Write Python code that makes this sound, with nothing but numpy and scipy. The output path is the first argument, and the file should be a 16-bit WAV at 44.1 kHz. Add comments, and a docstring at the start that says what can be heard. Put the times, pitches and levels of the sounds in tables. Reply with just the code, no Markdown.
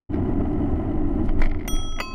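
"""A bicycle ride fades in: tyre rumble, a quick scrape, chain ticks and low wind on the handlebar microphone.
A bump sways the bar and rattles its fittings; then a two-tone bell rings, high dome first, low dome second.
Shaped noise makes the rumble, wind, chain and grit; each bell dome is a set of fading pairs of sine waves.
Taps and short noise bursts, passed through filters that act as the parts' bodies, make the rattles and lever."""
import sys
import numpy as np
from scipy import signal
from scipy.fft import rfft, irfft
from scipy.io import wavfile
from scipy.ndimage import uniform_filter1d

SR = 44100
rng = np.random.default_rng(int(sys.argv[2]) if len(sys.argv) > 2 else 0)


def file_out(sig):
    """Save sig as 16-bit WAV at sys.argv[1]."""
    # one column per channel
    cols = np.atleast_2d(sig).T
    # limit, then scale
    lim = np.clip(cols, -1, 1)
    pcm = np.round(lim * 32767).astype(np.int16)
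    wavfile.write(sys.argv[1], SR, pcm)


N = 94594  # length of the sound in samples

# Ringing tones of the bell's two domes, each with a close twin that beats against it:
# pitch_hz, level_db, time to fade by 60 dB (t60_s), twin_offset_hz, twin_level_db (against its partner)
HIGH_DOME_MODES = [(1302.5, -42, 6.9, -39, -13), (3294, -38.9, 8, 1.16, -4.1), (5837, -36, 1.26, 3.3, -13),
                   (8792, -38.4, .61, 2.5, -17), (12098, -33, .18, 14, -21), (15100, -64, .09, 50, -8)]
LOW_DOME_MODES = [(1044, -35.4, 2.1, -26.5, -14), (2171, -48, .2, 7, -8), (2565, -34.8, 1.1, 6.4, -15),
                  (2681, -46, .3, 22, -8), (4567, -38, .93, 26, -18), (4715, -34, .125, 6, -9),
                  (6956, -46, .36, 9.9, -7), (9350, -54, .38, 24, -10), (9711, -70, .4, 12, -10),
                  (12025, -47.7, .18, 9, -12), (12800, -46, .04, 60, -10)]
# One strike on each dome: start_s, level_db, click_level_db
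HIGH_STRIKE = (1.679, 0, -18)
LOW_STRIKE = (2.0025, 0, -24.5)
STRIKE_RISE_S, CLICK_RISE_S, CLICK_LEAD_S, CLICK_T60_S = 0.001, 0.0016, 0.0023, 0.017
# Tone of the striker's click: pitch_hz, level_db
CLICK_BODY = [(300, 12), (600, 6), (950, 8.5), (1200, -6), (1800, -3.5), (2400, 2.5), (4500, -11.5),
              (6300, -2.5), (8000, -15.5), (10500, -9), (13000, -16), (15000, -22), (17000, -34)]
# The lever knocks on the press, slides back, slams on its stop and bounces: start_s, level_db
LEVER_KNOCKS = [(1.679, -30), (1.682, -32.5), (1.9875, -26), (1.992, -37), (1.998, -34), (2.001, -15),
                (2.005, -15.5), (2.01, -38)]
# Tone of the lever's body: pitch_hz, level_db
LEVER_BODY = [(150, -26), (420, -8), (520, 2.5), (700, -15), (900, -5.5), (1130, -1), (1400, 3.5),
              (1720, -8.5), (2020, 7.5), (2400, -10), (2900, -3.5), (3800, -29.5), (5800, -24), (8000, -36),
              (16000, -39)]
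# The return spring buzzes after the lever lands: start_s, level_db, t60_s
SPRING_BUZZ = (2.003, -39, 0.13)
# Tone of the return spring: pitch_hz, level_db
SPRING_BODY = [(1500, -18), (2100, -2), (2350, -12), (2700, 0), (3100, 3), (3900, -26), (4300, -1),
               (4900, -3), (5400, -25), (6200, -38), (6800, -26), (7600, -46), (16000, -54)]

# Jolts that set the handlebar swaying: start_s, level_db
JOLTS = [(0.973, -16), (1.273, -13), (1.384, -5), (1.726, -12.5), (1.886, -15)]
SWAY_HZ, SWAY_RISE_S, SWAY_T60_S = 20.9, 0.013, 0.69
# Rough spots in the road thud through the frame: start_s, level_db
THUDS = [(.286, -21), (.527, -25), (.619, -15), (.706, -22), (1.390, -18)]
# Tone of the thuds: pitch_hz, level_db
THUD_BODY = [(50, 2.5), (88, -1.5), (150, -10.5), (300, -7), (480, -26.5), (680, -21), (1500, -55.5),
             (6000, -80)]
THUD_RISE_S, THUD_T60_S = 0.0009, 0.025
# Brief scrape as the ride fades in: start_s, level_db
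SCRAPES = [(.132, -44), (.1415, -35), (.157, -41.5), (.168, -47)]
# Tone of the scrape: pitch_hz, level_db
SCRAPE_BODY = [(900, 3), (1500, 4), (1900, 5), (2500, -1), (3200, -11.5), (3900, -10.5), (4400, -19),
               (5000, -13), (6000, -28.5), (12000, -39.5)]
SCRAPE_RISE_S, SCRAPE_T60_S = 0.0011, 0.025
# Sharp ticks of grit: start_s, level_db
GRIT_TICKS = [(.293, -53), (.531, -48.5), (.711, -50), (1.259, -60), (1.3952, -41), (1.4075, -40),
              (1.4175, -33), (1.421, -35)]
# Tone of a grit tick: pitch_hz, level_db
TICK_BODY = [(1000, 6), (4500, -0.5), (7000, -7.5), (10000, -4.5), (12000, -12.5), (16000, -23)]
TICK_RISE_S, TICK_T60_S = 0.00018, 0.005

# Loose fittings rattle: start_s, level_db, added_brightness_db
RATTLES = [(1.3918, -44.5, 12), (1.4027, -30.5, -4), (1.4169, -18, 0), (1.4218, -27.5, 2.5),
           (1.430, -32, -3), (1.434, -27.5, -4), (1.4374, -22.5, -7), (1.4419, -34, -7), (1.450, -47, 6),
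           (1.452, -40, -8), (1.4575, -24.5, -1), (1.4688, -27.5, -12), (1.475, -57, -4)]
# Tone of the fittings: pitch_hz, level_db
RATTLE_BODY = [(300, -9), (560, 3.5), (740, 5), (890, -1), (1020, 6), (1130, -7), (1300, 2), (1650, -8),
               (2060, 6.5), (2300, -0.5), (2600, -20), (3200, -11), (3700, -25.5), (4200, -16.5),
               (5000, -20.5), (5600, -30), (8000, -39), (11000, -45), (16000, -66)]
# A light loose part taps on the bar: start_s, level_db, added_brightness_db
LIGHT_TAPS = [(1.2835, -38, -13), (1.2904, -30.5, -13), (1.2945, -37, -10), (1.4935, -47, -4),
              (1.4965, -35, -6), (1.5118, -29, -25), (1.515, -33, -13), (1.5255, -56, -3),
              (1.5465, -33, -14), (1.568, -51, -7), (1.5902, -47, 2), (1.597, -41.5, -1), (1.609, -38, -10),
              (1.6135, -36, -14), (1.631, -44, 0), (1.6509, -34, -14), (1.664, -63, -8), (1.722, -48, -6),
              (1.738, -49, 1), (1.7516, -44, 12), (1.7635, -42, 11), (1.768, -55, 9), (1.788, -41.5, 1),
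              (1.799, -44, -3), (1.83, -47, -5), (1.875, -49, -5), (1.9225, -45, 9), (1.964, -44, -6)]
# Tone of the light part: pitch_hz, level_db
TAP_BODY = [(500, -20.5), (1000, -6.5), (1300, -3.5), (1650, -10), (1900, -2.5), (2060, 4), (2300, -1.5),
            (2620, -16.5), (3230, -11.5), (3600, -21.5), (4200, -21), (5000, -21), (5700, -29),
            (7000, -40.5), (16000, -62.5)]
# Faint chatter between the louder rattles: time_s, level_db
CHATTER_LEVEL = [(1.2, -72), (1.39, -62), (1.44, -50), (1.48, -59), (1.53, -62), (1.66, -63), (1.77, -58),
                 (1.86, -68), (2.14, -68)]
CHATTER_GRAIN_DB, CHATTER_RATE_HZ, CHATTER_BRIGHT_DB = -2.5, 250, -1.5
# Every contact of lever, fittings or light part: a first tap, then rough settling
CONTACT_RISE_S, CONTACT_T60_S, BRIGHT_HZ = 0.0009, 0.019, 3200
TAP_DB, SETTLE_DB = 12, -2

# Tone of the tyre rumble through the frame: pitch_hz, level_db
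ROAD_TONE = [(60, -3.5), (87, -3.5), (156, -12.5), (217, -7.5), (260, -8.5), (305, -6.5), (380, -7.5),
             (470, -24), (540, -25.5), (593, -16.5), (682, -16.5), (822, -20.5), (924, -31.5),
             (1015, -23.5), (1130, -36.5), (1300, -28.5), (1500, -38.5), (1750, -42), (1970, -33.5),
             (2200, -48.5), (2700, -49), (3050, -52.5), (3800, -65.5), (6000, -71), (11200, -75),
             (13000, -90), (16000, -105)]
# Rumble over time, before the trims below: time_s, low_level_db, upper_level_db
ROAD_LEVEL = [(0.11, -28, -41.5), (0.17, -24.5, -36.5), (1.1, -27.5, -38.5), (1.22, -24.5, -37.5),
              (1.3, -31, -40.5), (1.39, -30.5, -38.5), (1.47, -33.5, -44), (1.77, -34, -44),
              (1.96, -44, -51.5), (2.0, -35, -39.5), (2.04, -42, -53), (2.14, -42.5, -47)]
LOW_TRIM_DB, UPPER_TRIM_DB, SPLIT_HZ, GRAIN_DB, GRAIN_RATE_HZ = 0.5, 1, 377, 1.5, 90
# The tread hums where the frame resonates: pitch_hz, width_hz, level_db (against the low rumble)
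FRAME_HUM = (298, 16, -7.5)

# Tone of the chain meeting the sprocket: pitch_hz, level_db
CHAIN_BODY = [(1500, -10), (1830, -2.5), (1980, 6.5), (2200, 0), (2750, -11), (2980, 4.5), (3300, -14.5),
              (4100, -17.5), (4500, -16.5), (5300, -30), (9000, -32.5), (16000, -58.5)]
# Strength of the chain ticks: time_s, level_db
CHAIN_LEVEL = [(.1, -54), (.65, -53), (1.2, -53.5), (1.32, -51.5), (1.42, -94)]
LINKS_PER_S, LINK_DECAY_S, LINK_SCATTER_DB = 50.3, 0.004, 1
SURGE_HZ, SURGE_DB = 6.4, 2
SURGE_AT_S = 0.15  # one of the hardest moments of the pedal stroke

# Tone of grit sprayed from the tyre: pitch_hz, level_db
SPRAY_TONE = [(3000, 6.5), (5000, 0), (8000, -3.5), (11000, -5.5), (14000, -33), (16000, -35.5)]
# Bursts of grit: middle_s, length_s, level_db
SPRAY_BURSTS = [(.52, 0.035, -77.5), (1.262, 0.017, -62.5), (1.445, 0.027, -60)]
SPRAY_GRAIN_DB = 2.5

# Tone of the wind on the microphone: pitch_hz, level_db
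WIND_TONE = [(8, 17.5), (18, 18), (35, 13.5), (58, -0.5), (84, 14), (115, -1.5), (200, -64.5), (11500, -60),
             (14000, -72.5), (16000, -81.5)]
# Strength of the wind: time_s, level_db
WIND_LEVEL = [(.1, -28), (.45, -25), (.7, -24), (.85, -25.5), (1.02, -27.5), (1.18, -23), (1.45, -28.5),
              (1.8, -29), (2.05, -43), (2.14, -31.5)]

OPEN_S, OPEN_RISE_S, CLOSED_DB = 0.09, 0.022, -75  # the opening fade
TOP_HZ = 15600  # highest pitch that passes


def bell():
    """The high dome rings on the press; the lever's clack, the low dome and the spring's buzz follow."""
    rough = rng.standard_normal(N)
    hits = sum(undb(db) * contact(start, rough) for start, db in LEVER_KNOCKS)
    lever = colour(hits, LEVER_BODY)
    start, db, t60 = SPRING_BUZZ
    spring = knocks([(start, db)], SPRING_BODY, STRIKE_RISE_S, t60)
    return dome(HIGH_DOME_MODES, HIGH_STRIKE) + dome(LOW_DOME_MODES, LOW_STRIKE) + lever + spring


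def dome(modes, strike):
    """A striker clicks on a steel dome, whose paired tones ring, beat and die away."""
    start, db, click_db = strike
    age = clock() - start
    out = knocks([(start - CLICK_LEAD_S, click_db)], CLICK_BODY, CLICK_RISE_S, CLICK_T60_S)
    for hz, mode_db, t60, offset, twin_db in modes:
        phase = 2 * np.pi * (hz * age + rng.random())
        twin = undb(twin_db) * np.sin(phase + 2 * np.pi * offset * age)
        pair = np.sin(phase) + twin
        out = out + undb(db + mode_db) * ring(start, STRIKE_RISE_S, t60) * pair
    return out


def handlebar():
    """Jolts sway the bar and thud through it; its fittings rattle and scrape, and grit ticks."""
    sway = 0
    for start, db in JOLTS:
        swing = np.sin(2 * np.pi * SWAY_HZ * (clock() - start))
        sway = sway - undb(db) * ring(start, SWAY_RISE_S, SWAY_T60_S) * swing
    thuds = knocks(THUDS, THUD_BODY, THUD_RISE_S, THUD_T60_S)
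    scrape = knocks(SCRAPES, SCRAPE_BODY, SCRAPE_RISE_S, SCRAPE_T60_S)
    ticks = knocks(GRIT_TICKS, TICK_BODY, TICK_RISE_S, TICK_T60_S)
    return sway + thuds + rattles() + scrape + ticks


def rattles():
    """The fittings clatter at the bump; one light loose part keeps tapping and chattering."""
    grain = undb(CHATTER_GRAIN_DB * walk(CHATTER_RATE_HZ))
    rubbing = rng.standard_normal(N) * curve(CHATTER_LEVEL) * grain
    chatter = brighten(rubbing, CHATTER_BRIGHT_DB)
    fittings = colour(blows(RATTLES), RATTLE_BODY)
    light_part = colour(blows(LIGHT_TAPS) + chatter, TAP_BODY)
    return fittings + light_part


def road():
    """Tyre rumble with a grainy upper range, and a hum where the frame resonates."""
    f = np.fft.rfftfreq(N, 1 / SR)
    low = 1 / (1 + (f / SPLIT_HZ) ** 12)  # keeps what lies below the split
    thin = f / np.hypot(f, 120)  # softens the deepest part, below about 120 Hz
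    hz, width, hum_db = FRAME_HUM
    hum = undb(hum_db) * noise(ROAD_TONE, 1 / (1 + ((f - hz) / width) ** 2))
    rumble = noise(ROAD_TONE, low * thin) + hum
    rumble = rumble * curve(ROAD_LEVEL, axis=1) * undb(LOW_TRIM_DB)
    grain = undb(UPPER_TRIM_DB + GRAIN_DB * walk(GRAIN_RATE_HZ))
    upper = noise(ROAD_TONE, 1 - low) * curve(ROAD_LEVEL, axis=2) * grain
    return rumble + upper


def chain():
    """Each link meets the sprocket with a small tick, swelling with the pedals, until the rider coasts."""
    t = clock()
    links = LINKS_PER_S * t + 0.073 * walk(6.4)  # links passed, slightly uneven
    age = links % 1 / LINKS_PER_S  # seconds since the latest link
    surge_db = SURGE_DB * np.cos(2 * np.pi * SURGE_HZ * (t - SURGE_AT_S))
    force = undb(surge_db + LINK_SCATTER_DB * walk(50.6))
    ticks = rng.standard_normal(N) * np.exp(-age / LINK_DECAY_S) * force
    return colour(ticks * curve(CHAIN_LEVEL), CHAIN_BODY)


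def spray():
    """Grit sprays from the tyre in short, grainy bursts of noise."""
    bursts = sum(undb(db) * np.exp(-((clock() - middle) / length) ** 2)
                 for middle, length, db in SPRAY_BURSTS)
    return noise(SPRAY_TONE) * bursts * undb(SPRAY_GRAIN_DB * walk(600))


def wind():
    """Wind buffets the microphone: mostly very low noise that swells and eases."""
    return noise(WIND_TONE) * curve(WIND_LEVEL)


def blows(rows):
    """Contacts between hard parts, each with its own level and brightness."""
    rough = rng.standard_normal(N)
    return sum(brighten(undb(db) * contact(start, rough), bright_db) for start, db, bright_db in rows)


def contact(start, rough):
    """One hard tap, with a short rough chatter as the parts settle."""
    tap = signal.unit_impulse(N, int((start + CONTACT_RISE_S) * SR))
    settling = rough * ring(start, CONTACT_RISE_S, CONTACT_T60_S)
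    return undb(TAP_DB) * tap + undb(SETTLE_DB) * settling


def knocks(rows, body, rise, t60):
    """Short rough contacts: fading bursts of noise that excite a heavily damped body."""
    strength = sum(undb(db) * ring(start, rise, t60) for start, db in rows)
    return colour(rng.standard_normal(N) * strength, body)


def ring(start, rise, t60):
    """Loudness shape of a blow: short rise, then a fade of 60 dB every t60 seconds."""
    age = np.maximum(clock() - start, 0)
    return np.minimum(age / rise, 1) * np.exp(-np.log(1000) * age / t60)


def brighten(x, db):
    """Raises, or with negative dB lowers, the part of x above BRIGHT_HZ."""
    x = x + 1e-18  # a tiny offset, far too small to hear
    low = signal.sosfilt(signal.butter(2, BRIGHT_HZ, "low", fs=SR, output="sos"), x)
    high = signal.sosfilt(signal.butter(2, BRIGHT_HZ, "high", fs=SR, output="sos"), x)
    return low - undb(db) * high  # the minus avoids a hole where the two parts meet


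def colour(x, points):
    """Passes x through a body with the given tone, which answers only after it is hit."""
    hz, db = np.array(points).T
    size = 4096
    f = np.maximum(np.fft.rfftfreq(size, 1 / SR), 1)
    gain = undb(np.interp(np.log(f), np.log(hz), db)) * f / np.hypot(f, hz[0])
    # minimum phase: the response starts as early as it can
    cepstrum = irfft(np.log(gain))
    cepstrum[size // 2:] = 0
    response = irfft(np.exp(rfft(2 * cepstrum)))
    return signal.fftconvolve(x, response / np.linalg.norm(response))[:N]  # unit power gain


def noise(points, weight=1):
    """Steady noise with the given tone and an average (rms) level of 1."""
    hz, db = np.array(points).T
    f = np.maximum(np.fft.rfftfreq(N, 1 / SR), 1)
    gain = undb(np.interp(np.log(f), np.log(hz), db))
    gain = gain * np.minimum(f / hz[0], 1) ** 2  # falls away below the first point
    x = irfft(rfft(rng.standard_normal(N)) * gain * weight, N)
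    return x / x.std()


def walk(rate):
    """Smooth random wandering with a spread of 1; a higher rate wanders faster."""
    k = max(int(SR / rate), 1)
    x = uniform_filter1d(uniform_filter1d(rng.standard_normal(N), k), k)
    return x / x.std()


def curve(rows, axis=1):
    """Gain over time that follows one dB column of a table."""
    rows = np.array(rows)
    return undb(np.interp(clock(), rows[:, 0], rows[:, axis]))


def clock():
    """Time of every sample in seconds."""
    return np.arange(N) / SR


def undb(db):
    """Turns decibels into gain."""
    return 10 ** (np.asarray(db) / 20)


def scene():
    """All sources added together at one microphone."""
    return (bell() + handlebar() + road() + chain() + spray() + wind())[None, :]


def record(dry):
    """The sound fades in quickly and loses everything above its top pitch."""
    fade = np.clip((clock() - OPEN_S) / OPEN_RISE_S, undb(CLOSED_DB), 1)
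    top_filter = signal.ellip(8, .2, 80, TOP_HZ, fs=SR, output="sos")
    return signal.sosfilt(top_filter, dry * fade)


dry = scene()
out = record(dry)
file_out(out)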